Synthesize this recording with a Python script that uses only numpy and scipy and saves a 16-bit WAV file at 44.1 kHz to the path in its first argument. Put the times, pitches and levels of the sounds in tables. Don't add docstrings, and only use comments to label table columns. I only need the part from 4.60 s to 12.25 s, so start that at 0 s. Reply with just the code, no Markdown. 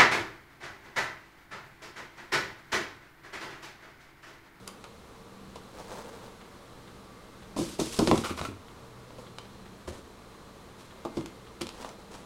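import sys
import numpy as np
from scipy import signal
from scipy.fft import rfft, irfft
from scipy.io import wavfile
from scipy.ndimage import uniform_filter1d

SR = 44100
rng = np.random.default_rng(int(sys.argv[2]) if len(sys.argv) > 2 else 0)


def dump(signal):
    limited = np.clip(np.atleast_2d(signal).T, -1, 1)
    pcm = np.round(limited * 32767).astype(np.int16)
    wavfile.write(sys.argv[1], SR, pcm)


N = 337365

# start_s, boom_db, air_resonance_hz, panel_clap_db, crack_db, drop_delay_s
BLOWS = [(0.957, -44, 475, -37.5, -44, 0.0013), (2.964, -27.5, 283, -31, -40, 0.002),
         (2.987, -20, 304, -32, -42, 0.024), (3.191, -19.5, 399, -28, -40, 0.021),
         (3.389, -14, 300, -21.5, -28.5, 0.03), (3.474, -15.5, 364, -29, -28.5, 0.016),
         (3.515, -13.5, 334, -21.5, -42, 0.013), (3.706, -28, 346, -46, -53, 0.00025),
         (4.585, -37, 505, -45, -64, 0.00052), (5.275, -35.5, 359, -37.5, -58, 0.00044),
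         (6.45, -27.5, 348, -27.5, -41.5, 0), (6.57, -23, 336.5, -36.5, -39.5, 0.014),
         (7.011, -26, 348, -32.5, -33, 0.0011)]
# freq_hz, relative_density_db (per Hz)
CLAP_SPECTRUM = [(200, -16), (450, -1), (620, 0.5), (790, 0), (1000, 1.5), (1280, -7), (1550, -25),
                 (1950, -33), (5000, -45)]
# freq_hz, relative_density_db (per Hz)
CRACK_SPECTRUM = [(500, -42), (1200, 7), (1850, -1), (2250, 2.5), (3500, 4.5), (4800, 2), (6500, -2),
                  (9000, -6.5), (12000, -16), (16000, -37)]


def amp(db):
    return 10 ** (np.asarray(db) / 20)


def evened(x):
    return x / np.sqrt(np.mean(x ** 2) + 1e-20)


def peaked(x, size=176):
    power = uniform_filter1d(x ** 2, size, mode="constant")
    return x / np.sqrt(power.max() + 1e-20)


def read(points, hz):
    f, value = np.transpose(points)
    return np.interp(np.log(hz + 1), np.log(f + 1), value)


def add(mix, start_s, sound):
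    part = mix[max(round(start_s * SR), 0):][:len(sound)]
    part += sound[:len(part)]


def since(start_s):
    return np.maximum(np.arange(N) / SR - start_s, 0)


def colour(x, spectrum, tilt_db=0, size=4096):
    hz = abs(np.fft.fftfreq(size, 1 / SR))
    gain_db = read(spectrum, hz) + tilt_db * np.log2(1 + hz / 1000)
    log_gain = np.log(amp(gain_db))
    taps = np.fft.ifft(np.exp(np.conj(signal.hilbert(log_gain)))).real
    return signal.fftconvolve(x, taps[:size // 2])[:len(x)]


def drift(n, hz):
    lowpass = np.exp(-(np.fft.rfftfreq(n, 1 / SR) / hz) ** 2)
    return evened(irfft(rfft(rng.standard_normal(n)) * lowpass, n))


def slips(n, per_s, spread_db):
    size = amp(spread_db * np.minimum(rng.exponential(1, n), 4))
    released = rng.random(n) < per_s / SR
    return evened(rng.standard_normal(n) * size * released)


def burst(t, contact_s, rattle_db, rattle_t60_s, push):
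    envelope = np.exp(-t / contact_s) + amp(rattle_db - 60 * t / rattle_t60_s)
    crush = rng.standard_normal(len(t)) * envelope
    return crush / np.linalg.norm(crush) - push * (t == 0)


def knock(boom_db, air_hz, walls_db, clap_db, crack_db):
    # freq_hz, relative_level_db, t60_s
    wall_modes = [(126, -18.5, 0.12), (158, -14.5, 0.12), (230.4, -9.5, 0.19), (273.5, -16, 0.17),
                  (388, -10.5, 0.081), (474, -9.5, 0.033), (554, -7.5, 0.036)]
    # delay_s, gain
    echoes = [(.0062, 0.15), (0.0149, 0.16), (0.0225, .15)]
    clap_lag_s = 0.00152
    t = np.arange(SR // 3) / SR

    mode_hz, mode_db, mode_t60_s = np.transpose(wall_modes)[:, :, None]
    side = (-1) ** np.arange(len(wall_modes))[:, None]
    place, bend = rng.standard_normal((2, len(wall_modes), 1))
    ring = amp(mode_db + 0.85 * place - 60 * t / mode_t60_s)
    walls = side * ring * np.sin(2 * np.pi * mode_hz * (1 + 0.0036 * bend) * t)
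    air = amp(-60 * t / 0.072) * (1 - np.exp(-t / 0.0033)) * np.sin(2 * np.pi * air_hz * t)
    boom = amp(boom_db - 4.5) * peaked(air + amp(walls_db) * walls.sum(0))

    clap = burst(t, contact_s=0.0058, rattle_db=-3.5, rattle_t60_s=0.13, push=0.31)
    crack = burst(t, contact_s=0.015, rattle_db=-10, rattle_t60_s=0.072, push=0.21)
    out = boom + amp(crack_db - 4.0) * peaked(colour(crack, CRACK_SPECTRUM))
    add(out, clap_lag_s, amp(clap_db - 3) * peaked(colour(clap, CLAP_SPECTRUM)))
    for delay_s, gain in echoes:
        add(out, delay_s, gain * boom)
    return out


def blows():
    walls_base_db, buckle_db, buckle_db_per_db = -3, -18.5, 3.2
    drop_db, rest_hz, drop_clap_db, drop_crack_db = -1.5, 336.3, -18, -29
    flop_delay_s, flop_db, flop_hz = 0.053, -15, 331
    flap_detune = 0.045
    out = np.zeros(N)
    for start_s, boom_db, air_hz, clap_db, crack_db, drop_delay_s in BLOWS:
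        walls_db = walls_base_db + buckle_db_per_db * max(boom_db - buckle_db, 0)
        add(out, start_s, knock(boom_db, air_hz, walls_db, clap_db, crack_db))
        if drop_delay_s > 0.005:
            drop = (drop_delay_s, boom_db + drop_db, rest_hz)
            flop = (drop_delay_s + flop_delay_s, boom_db + flop_db, flop_hz)
            for delay_s, db, hz in (drop, flop):
                hz = hz * (1 + flap_detune * rng.standard_normal())
                fall = knock(db, hz, walls_base_db, db + drop_clap_db, db + drop_crack_db)
                add(out, start_s + delay_s, fall)
    return out


def thuds():
    # start_s, level_db (before trims)
    landings = [(3.578, -32), (3.7, -36), (3.806, -34), (3.88, -35), (5.276, -38.5)]
    # freq_hz, relative_density_db (per Hz)
    puff_spectrum = [(25, -44), (55, -32), (85, 7.5), (120, -2), (220, 1.5), (400, 0), (800, -33),
                     (2000, -76)]
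    floor_db = -21.5
    under_blows = [(start_s, boom_db + floor_db) for start_s, boom_db, *_ in BLOWS]
    out, t = np.zeros(N), np.arange(SR // 3) / SR
    press = (1 - np.exp(-t / 0.0029)) * amp(-60 * t / 0.22)
    for start_s, db in landings + under_blows:
        board_hz = 88 * (1 + 0.06 * rng.standard_normal())
        boards = np.sin(2 * np.pi * board_hz * t) * press
        puff = colour(rng.standard_normal(len(t)) * press, puff_spectrum)
        thud = amp(-4) * peaked(boards, size=600) + amp(-3.5) * peaked(puff, size=600)
        add(out, start_s, amp(db) * thud)
    return out


def sliding():
    # start_s, length_s, level_db (before trims), slowing_db_per_s
    shoves = [(2.964, 0.18, -38.5, 50), (3.184, 0.13, -35.5, 76), (3.316, 0.3, -41, 8.5),
              (3.636, 0.095, -37.5, 150), (3.76, 0.11, -49, 0)]
    # freq_hz, relative_density_db (per Hz)
    carpet_spectrum = [(60, 3), (300, 4), (700, -3.5), (1100, 1.5), (1800, -3.5), (2700, 0.5), (4800, 1.5),
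                       (6500, 0), (9000, -1), (11000, -7.5), (13000, -15), (16000, -23)]
    attack_s, stop_s = 0.017, 0.028
    speed = np.zeros(N)
    for start_s, length_s, db, slowing_db_per_s in shoves:
        slowing_db = slowing_db_per_s * np.minimum(since(start_s), length_s)
        push = np.minimum(since(start_s) / attack_s, 1) * amp(db - slowing_db)
        speed += push * np.exp(-since(start_s + length_s) / stop_s)
    flicks = slips(N, per_s=18000, spread_db=0.8)
    catches = slips(N, per_s=460, spread_db=0.5)
    fibres = evened(colour(flicks + amp(-10) * catches, carpet_spectrum))
    return amp(-0.5) * speed * amp(0.85 * drift(N, hz=60)) * fibres


def ticks():
    # start_s, snap_db (before trim), brightness_db_per_octave
    snaps = [(0.077, -32, 6), (0.241, -40.5, 0), (3.2, -28, 4.5), (3.391, -22.5, 4), (3.474, -23.5, -5),
             (3.5135, -20.5, -9), (3.578, -29, -1.5), (3.794, -39, 0), (3.814, -30.5, -5.5),
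             (4.506, -49, -9), (4.785, -34, -2), (6.61, -41.5, -1), (6.66, -37, 0.5), (7.017, -29.5, 5.5),
             (7.069, -34.5, 0), (7.091, -34.5, 2), (7.247, -39, -9), (7.291, -40.5, 1)]
    panel_db, panel_slope = -7, 1.75
    out, t = np.zeros(N), np.arange(SR // 8) / SR
    for start_s, snap_db, bright_db in snaps:
        clap_db = snap_db + panel_db - panel_slope * bright_db
        snap = burst(t, contact_s=0.0021, rattle_db=-35, rattle_t60_s=0.064, push=0.67)
        snap = colour(snap, CRACK_SPECTRUM, bright_db)
        clap = burst(t, contact_s=0.0049, rattle_db=-23, rattle_t60_s=0.035, push=3.1)
        clap = colour(clap, CLAP_SPECTRUM)
        add(out, start_s, amp(snap_db - 4.5) * peaked(snap) + amp(clap_db - 4.0) * peaked(clap))
    return out


def rakes():
    # start_s, level_db, length_s
    scrapes = [(0.072, -44.5, 0.028), (0.241, -47, 0.017), (3.556, -32, 0.0049), (3.637, -30.5, 0.039),
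               (3.691, -34, 0.035), (3.774, -35, 0.029), (3.827, -41, 0.023), (3.85, -31, 0.011),
               (7.005, -43, 0.019)]
    # freq_hz, relative_density_db (per Hz)
    rake_spectrum = [(150, -31), (450, -1), (850, -8.5), (1100, 1), (1350, 1.5), (1650, -11.5),
                     (1950, -11.5), (2300, -7.5), (3700, -14.5), (7000, -23), (16000, -35)]
    out, t = np.zeros(N), np.arange(SR // 4) / SR
    for start_s, db, length_s in scrapes:
        u = t / length_s
        grip = (1 - np.exp(-u / 0.038)) * np.exp(-u ** 4)
        scrape = grip * slips(len(t), per_s=5200, spread_db=-0.2)
        add(out, start_s, amp(db) * peaked(colour(scrape, rake_spectrum)))
    return out


def brushing():
    # start_s, rise_s, t60_s, level_db, pressure_db (flap re hiss)
    strokes = [(1.13, 0.084, 1.7, -53.5, 3), (1.3, 0.077, 0.5, -54, 7), (1.52, 0.13, 0.28, -60, 5),
               (4.578, 0.0093, 0.37, -52.5, -6), (5.273, 0.006, 0.42, -43.5, -9),
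               (6.17, 0.042, 0.43, -55, -24), (6.53, 0.024, 0.7, -54.5, -17), (7.12, 0.12, 0.4, -49.5, 4),
               (7.385, 0.014, 0.18, -56.5, 2), (7.505, 0.049, 0.37, -49.5, -2)]
    # freq_hz, relative_density_db (per Hz)
    fur_spectrum = [(400, 5), (1500, -3.5), (3500, -4), (5000, -6.5), (7000, -7.5), (9500, -10),
                    (12000, -15.5), (16000, -39.5)]
    flap_spectrum = [(80, -12), (250, -6.5), (400, -1), (500, 5.5), (620, -0.5), (760, -2.5), (900, 1),
                     (1100, -4), (1700, -10.5), (3000, -26)]
    out = np.zeros(N)
    drag = slips(N, per_s=4000, spread_db=-0.1) * amp(1.95 * drift(N, hz=30))
    hiss = evened(colour(drag, fur_spectrum))
    chatter = drag * amp(2.5 * drift(N, hz=45))
    flap = evened(colour(chatter, flap_spectrum))
    for start_s, rise_s, t60_s, db, pressure_db in strokes:
        rise = np.minimum(since(start_s) / rise_s, 1) ** 0.41
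        stroke = rise * amp(db - 60 * since(start_s + rise_s) / t60_s)
        out += stroke * (hiss + amp(pressure_db) * flap)
    return out


def steps():
    step_starts = [1.81, 2.274, 2.823, 4.081, 4.665, 4.852, 5.056, 6.301, 6.868]
    # freq_hz, relative_density_db (per Hz)
    step_spectrum = [(500, 3), (1800, 0.5), (2600, -5), (3400, 3), (4600, -11), (7000, -20), (15000, -33)]
    step_db = -50.5
    out, t = np.zeros(N), np.arange(SR // 6) / SR
    peel = (1 - np.exp(-t / 0.0007)) * amp(-60 * t / 0.077)
    for start_s in step_starts:
        crackle = peel * slips(len(t), per_s=1500, spread_db=3.5)
        add(out, start_s, amp(step_db) * peaked(colour(crackle, step_spectrum)))
    return out


def background():
    # freq_hz, relative_density_db (per Hz)
    air_spectrum = [(20, -1.5), (55, 2.5), (130, -1.5), (210, 1.5), (290, -1.5), (460, -1), (700, -7),
                    (1170, -5), (1550, -11.5), (2800, -17.5), (4100, -16), (4800, -20.5), (9000, -25),
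                    (16000, -35)]
    # freq_hz, level_db (before trim and wavering)
    hum_tones = [(118.4, -61.5), (193.8, -61), (457.6, -60.5), (570.6, -74), (1152, -70.5), (2105, -76.5),
                 (4097, -77)]
    t = np.arange(N) / SR
    air = evened(colour(rng.standard_normal(N), air_spectrum)) * amp(0.31 * drift(N, hz=2.6))
    hum = np.zeros(N)
    for hz, db in hum_tones:
        level = amp(db + 4.6 * drift(N, hz=1.6))
        hum += level * np.sin(2 * np.pi * hz * t + 0.89 * drift(N, hz=21))
    return amp(-50.46) * air + amp(1.5) * hum


def room(x, wet_db, first_s):
    # freq_hz, t60_s
    room_decay = [(100, 0.42), (400, 0.35), (1000, 0.31), (3000, 0.35), (8000, 0.2), (15000, 0.29)]
    cycle_hz = 3.5
    count, out = SR // 2, x
    for k in range(3):
        sparse = (rng.random(count) < 3000 / SR) * (np.arange(count) > first_s * SR)
        taps = rng.choice([-1., 1.], count) * sparse
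        hz, t, z = signal.stft(taps, SR, nperseg=256)
        decay = amp(-60 * t / read(room_decay, hz)[:, None])
        tail = signal.istft(z * decay, SR, nperseg=256)[1]
        share = np.sqrt(2 / 3) * np.sin(2 * np.pi * (cycle_hz * np.arange(N) / SR + k / 3))
        out = out + amp(wet_db) * signal.oaconvolve(x * share, tail / np.linalg.norm(tail))[:N]
    return out


def scene():
    box = blows() + thuds() + sliding() + brushing() + steps()
    snaps_and_scrapes = ticks() + rakes()
    wet_box = room(box, wet_db=-9.5, first_s=0.008)
    wet_snaps = room(snaps_and_scrapes, wet_db=-6.5, first_s=0.004)
    return (wet_box + wet_snaps + background())[None]


def record(dry):
    edge_hz = 15900
    taps = signal.firwin(511, edge_hz, window=("kaiser", 9), fs=SR)
    return signal.oaconvolve(dry, taps[None], "same")


dry = scene()
out = record(dry)
dump(out)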